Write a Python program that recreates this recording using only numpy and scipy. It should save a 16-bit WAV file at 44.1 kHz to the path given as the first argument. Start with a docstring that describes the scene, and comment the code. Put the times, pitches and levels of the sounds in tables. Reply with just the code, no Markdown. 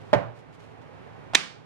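"""Sketchbook on a wooden table

A small room, a stereo microphone by the table. The edge of a disc-bound sketchbook knocks on the
wood and sets it ringing. The book is turned over with a faint rub of paper, then drops flat: the
cover touches first and the plastic discs clack down in a quick run, a little to the right.
The recorder's gain control ducks the room noise after each loud blow."""
import sys
import numpy as np
from scipy import signal
from scipy.fft import rfft, irfft
from scipy.io import wavfile
from scipy.ndimage import uniform_filter1d

SR = 44100
rng = np.random.default_rng(int(sys.argv[2]) if len(sys.argv) > 2 else 0)


def wrap_up_sound(samples):
    """Save the sound to the file named by the first command line argument, as 16-bit audio."""
    columns = np.atleast_2d(samples).T
    # keep every value between -1 and 1, then stretch to whole-number steps
    tamed = np.clip(columns, -1, 1)
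    steps = np.round(tamed * 32767).astype(np.int16)
    wavfile.write(sys.argv[1], SR, steps)


N = 72765
T = np.arange(N) / SR
HZ = np.fft.rfftfreq(2 * N, 1 / SR)
DIRECT_LIKENESS, ROOM_LIKENESS, AIR_LIKENESS = 0.85, 0.067, 0.2  # left-right correlation

# The book's edge meeting the table: (time [s], relative level [dB])
EDGE_KNOCKS = [(0.1311, 1), (0.1360, 4.5), (0.1409, -18.5), (0.1460, -3)]
# The binding discs landing: (time [s], relative level [dB])
DISC_CLACKS = [(1.348, -8), (1.3495, -0.5), (1.351, -2), (1.3523, 4.5), (1.3542, -7.5), (1.3570, -8.5)]


def amp(db):
    """Decibels to gain."""
    return 10 ** (np.asarray(db) / 20)


def unit(x):
    """Scales to rms 1."""
    return x / np.sqrt(np.mean(x ** 2) + 1e-20)


def read(points, hz):
    """Reads a table on a log-frequency axis."""
    table_hz, value = np.transpose(points)
    return np.interp(np.log(hz + 1), np.log(table_hz + 1), value)


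def colour(x, spectrum):
    """Minimum-phase filter of unit power: only the shape of the spectrum counts."""
    log_gain = np.log(unit(amp(read(spectrum, HZ))))
    mirrored = np.concatenate([log_gain, log_gain[-2:0:-1]])
    response = np.exp(np.conj(signal.hilbert(mirrored)))[:N + 1]
    return irfft(rfft(x, 2 * N) * response)[..., :N]


def pair(x, likeness):
    """Blends two unrelated signals into a left and right of the given likeness."""
    right, other = rfft(x, 2 * N)
    shared = np.clip(likeness, 0, 1)
    left = shared * right + np.sqrt(1 - shared ** 2) * other
    return irfft(np.array([left, right]))[:, :N]


def diffuse_noise(treble_likeness, corner_hz=1000):
    """Sound from all sides: alike in both channels in the bass, less so above the corner."""
    likeness = treble_likeness + (1 - treble_likeness) / (1 + (HZ / corner_hz) ** 2)
    return pair(rng.standard_normal((2, N)), likeness)


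def fade(start_s, t60_s):
    """Starts at once and dies away by 60 dB in t60_s."""
    return (T >= start_s) * amp(-60 * np.maximum(T - start_s, 0) / t60_s)


def swell(middle_s, length_s):
    """A bell-shaped rise and fall."""
    return np.exp(-(2 * (T - middle_s) / length_s) ** 2)


def crunch(hits, spectrum, t60_s):
    """Each contact is a short crush of tiny impacts."""
    level = np.sqrt(sum((amp(db) * fade(s, t60_s)) ** 2 for s, db in hits))
    impacts = pair(rng.choice([-1., 1.], (2, N)), DIRECT_LIKENESS)
    return colour(level * impacts, spectrum)


def ring(hits, modes):
    """Each contact sets the modes of an object ringing."""
    note = sum(amp(db) * fade(0, t60) * np.sin(2 * np.pi * hz * T) for hz, db, t60 in modes)
    return sum(amp(db) * np.interp(T - s, T, note, left=0) for s, db in hits)


def room_tone(boom_hz=111, boom_width_hz=11):
    """Dull, steady room noise with one low room resonance."""
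    # Room noise: (frequency [Hz], relative density [dB])
    spectrum = [(25, -24), (50, -25), (68, -12), (90, -10), (160, 0), (205, -12), (265, -3.5), (320, -10),
                (430, -3), (600, -12.5), (800, -10.5), (1400, -19), (2300, -23.5), (3500, -32.5),
                (7000, -46.5), (12000, -56.5), (16000, -83.5)]
    wash = unit(colour(diffuse_noise(AIR_LIKENESS), spectrum))
    wash = wash * amp([[2.5], [0]])  # left, right
    resonance = 1 / (1 + (2 * (HZ - boom_hz) / boom_width_hz) ** 2)
    boom = irfft(rfft(rng.standard_normal(2 * N)) * resonance)[:N]
    return amp(-43.5) * wash + amp(-53) * unit(boom)


def room_tail(start_s, spectrum, delay_s=0.0066, build_s=0.0041):
    """The small room answers a blow with a dense tail whose treble dies first."""
    # Reverberation time: (frequency [Hz], t60 [s])
    decay_times = [(100, 0.5), (260, 0.4), (700, 0.48), (1800, 0.41), (4800, 0.4), (8000, 0.35),
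                   (14000, 0.22)]
    wash = colour(diffuse_noise(ROOM_LIKENESS), spectrum)
    hz, t, bands = signal.stft(wash, SR, nperseg=512)
    decay = amp(-60 * np.maximum(t - start_s, 0) / read(decay_times, hz)[:, None])
    tail = signal.istft(bands * decay, SR, nperseg=512)[1][:, :N]
    return tail * np.clip((T - start_s - delay_s) / build_s, 0, 1)


def reverberation():
    """The room's two answers: dark after the knock, brighter after the drop."""
    # Tail of the knock: (frequency [Hz], relative density [dB])
    knock_spectrum = [(40, -54.5), (75, -28.5), (115, 4), (220, -2), (450, -3), (620, 0.5), (880, -5),
                      (1200, -8.5), (1800, -12.5), (3000, -24.5), (6000, -42), (10000, -52), (16000, -73)]
    # Tail of the drop: (frequency [Hz], relative density [dB])
    drop_spectrum = [(40, -28.5), (100, -11.5), (170, 1.5), (300, 2.5), (600, -8), (1200, -1.5),
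                     (2300, 0.5), (3600, -2), (6000, -8), (9500, -18.5), (12000, -35.5), (16000, -78.5)]
    knock_tail = amp(-14) * room_tail(EDGE_KNOCKS[0][0], knock_spectrum)
    drop_tail = amp(-16.5) * room_tail(DISC_CLACKS[0][0], drop_spectrum)
    return knock_tail + drop_tail


def paper_rubs(grain_db=2.5):
    """Grainy friction of fingers on paper swells and fades with each shift of the hands."""
    # Shifts of the hands: (middle [s], length [s], level [dB])
    shifts = [(0.02, 0.4, -64.5), (0.384, 0.067, -56.5), (0.543, 0.037, -56.5), (0.608, 0.018, -60.5),
              (0.634, .1, -59.5), (0.716, 0.05, -68), (0.82, 0.014, -59), (1.142, .4, -76)]
    # Paper friction: (frequency [Hz], relative density [dB])
    spectrum = [(500, -21), (2500, 12.5), (5500, 2.5), (8000, -3), (12000, -12), (16000, -37)]
    level = sum(amp(db) * swell(middle, length) for middle, length, db in shifts)
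    flicker = unit(uniform_filter1d(rng.standard_normal(N), size=90))  # grains of about 2 ms
    grain = unit(amp(grain_db * flicker))
    friction = pair(rng.standard_normal((2, N)), ROOM_LIKENESS)
    return colour(level * grain * friction, spectrum)


def hand_slide():
    """The book slides through the hands with a soft, dull swish that stops as the discs land."""
    # Swish: (frequency [Hz], relative density [dB])
    spectrum = [(100, -25), (400, -1.5), (900, 6), (1500, -4.5), (4000, -28), (16000, -65.5)]
    level = swell(middle_s=1.3, length_s=0.74) * (T < DISC_CLACKS[0][0])
    return amp(-53.5) * colour(level * diffuse_noise(ROOM_LIKENESS), spectrum)


def edge_knock(wood_low_hz=101.6):
    """The card edge strikes and rocks on the table top, which rings but radiates little deep bass."""
    # Modes of the table top: (frequency [Hz], relative level [dB], t60 [s])
    wood_modes = [(116.7, -22, 0.53), (155, -17.5, 0.12), (299, -20, 0.084), (369.5, -18, 0.056),
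                  (582, -22.5, .34), (622, -2, 0.034), (688.7, -31.5, 0.37), (856.4, -8, 0.047),
                  (1061, -45, 0.076), (1315, -36.5, 0.18), (1525, -32, 0.045), (1825, -29, .1)]
    # Crunch of the card edge: (frequency [Hz], relative density [dB])
    edge_spectrum = [(40, -35), (75, -25), (130, -9), (400, 1.5), (820, 8.5), (1100, -6), (1800, -4),
                     (3000, -10), (6000, -26), (10000, -41), (16000, -69)]
    low_cut = signal.butter(N=5, Wn=wood_low_hz, btype="high", fs=SR, output="sos")
    wood = signal.sosfilt(low_cut, ring(EDGE_KNOCKS, wood_modes))
    return wood + amp(-12.5) * crunch(EDGE_KNOCKS, edge_spectrum, t60_s=0.043)


def flat_drop(left_lag_s=0.00005):
    """The cover pats the table, then the plastic discs clack down one after another and ring."""
    # The cover landing: (time [s], level [dB])
    pats = [(1.335, -26.5), (1.3395, -29.5), (1.346, -27)]
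    # Pat of the cover: (frequency [Hz], relative density [dB])
    cover_spectrum = [(40, -29.5), (150, -7.5), (300, -11), (900, 3.5), (1500, -9), (3500, -15.5),
                      (7000, -28), (10000, -37), (16000, -73.5)]
    # Click of a disc on wood: (frequency [Hz], relative density [dB])
    disc_spectrum = [(40, -31.5), (90, -28), (160, -14), (290, -3.5), (550, -13), (1000, -5.5), (1500, -9),
                     (1850, -0.5), (2750, -2.5), (3600, 5), (4400, -7), (6000, -9), (8000, -16.5),
                     (10000, -18.5), (12500, -39), (16000, -52.5)]
    # Modes of the discs: (frequency [Hz], relative level [dB], t60 [s])
    disc_modes = [(1860, -18, 0.037), (2220, -54.5, .02), (2418, -12.5, 0.06), (3000, -20.5, 0.0082),
                  (3890, -14, 0.025)]
    clicks = amp(2) * crunch(DISC_CLACKS, disc_spectrum, t60_s=0.013)
    cover = crunch(pats, cover_spectrum, t60_s=0.055)
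    left, right = cover + clicks + ring(DISC_CLACKS, disc_modes)
    lag = np.exp(-2j * np.pi * HZ * left_lag_s)  # the book lands right of the microphone
    return np.array([irfft(rfft(left, 2 * N) * lag)[:N], right])


def gain_control(x, threshold_db=-15, duck_share=0.54, release_db_per_s=11):
    """A blow ducks the gain by a share of its excess over the threshold; the gain then creeps back."""
    power = uniform_filter1d((x ** 2).mean(0), size=400)
    power_db = 10 * np.log10(abs(power) + 1e-12)
    release_db = T * release_db_per_s
    held_db = np.maximum.accumulate(power_db + release_db) - release_db
    excess_db = np.maximum(held_db - threshold_db, 0)
    return x * amp(-duck_share * uniform_filter1d(excess_db, size=64))


def scene():
    """Knock, handling and drop in the small room, as they reach the microphone."""
    return reverberation() + edge_knock() + flat_drop() + paper_rubs() + hand_slide() + room_tone()


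def record(dry, ceiling=0.95, band_limit_hz=15800):
    """A stereo microphone, quieter on the left; then gain control, rounded peaks and a band limit."""
    # Left channel against right: (frequency [Hz], gain [dB])
    left_gain = [(60, -7.5), (120, -3), (200, -8), (330, -15), (700, -8.5), (1400, -6.5), (2300, -5.5),
                 (4500, -5.5), (8000, -4.5), (15000, -4.5)]
    # Left channel against right: (frequency [Hz], phase [rad])
    left_phase = [(60, -0.97), (170, -2), (330, -2.5), (550, -5), (1000, -4.5), (2000, -5), (4500, -4.0),
                  (12000, -4.5)]
    left_response = amp(read(left_gain, HZ)) * np.exp(1j * read(left_phase, HZ))
    left = irfft(rfft(dry[0], 2 * N) * left_response)[:N]
    ducked = gain_control(np.array([left, dry[1]]))
    rounded = ducked / (1 + (ducked / ceiling) ** 4) ** 0.25
    low_pass = signal.firwin(255, band_limit_hz, window=("kaiser", 9), fs=SR)
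    return signal.oaconvolve(rounded, low_pass[None], "same")


dry = scene()
out = record(dry)
wrap_up_sound(out)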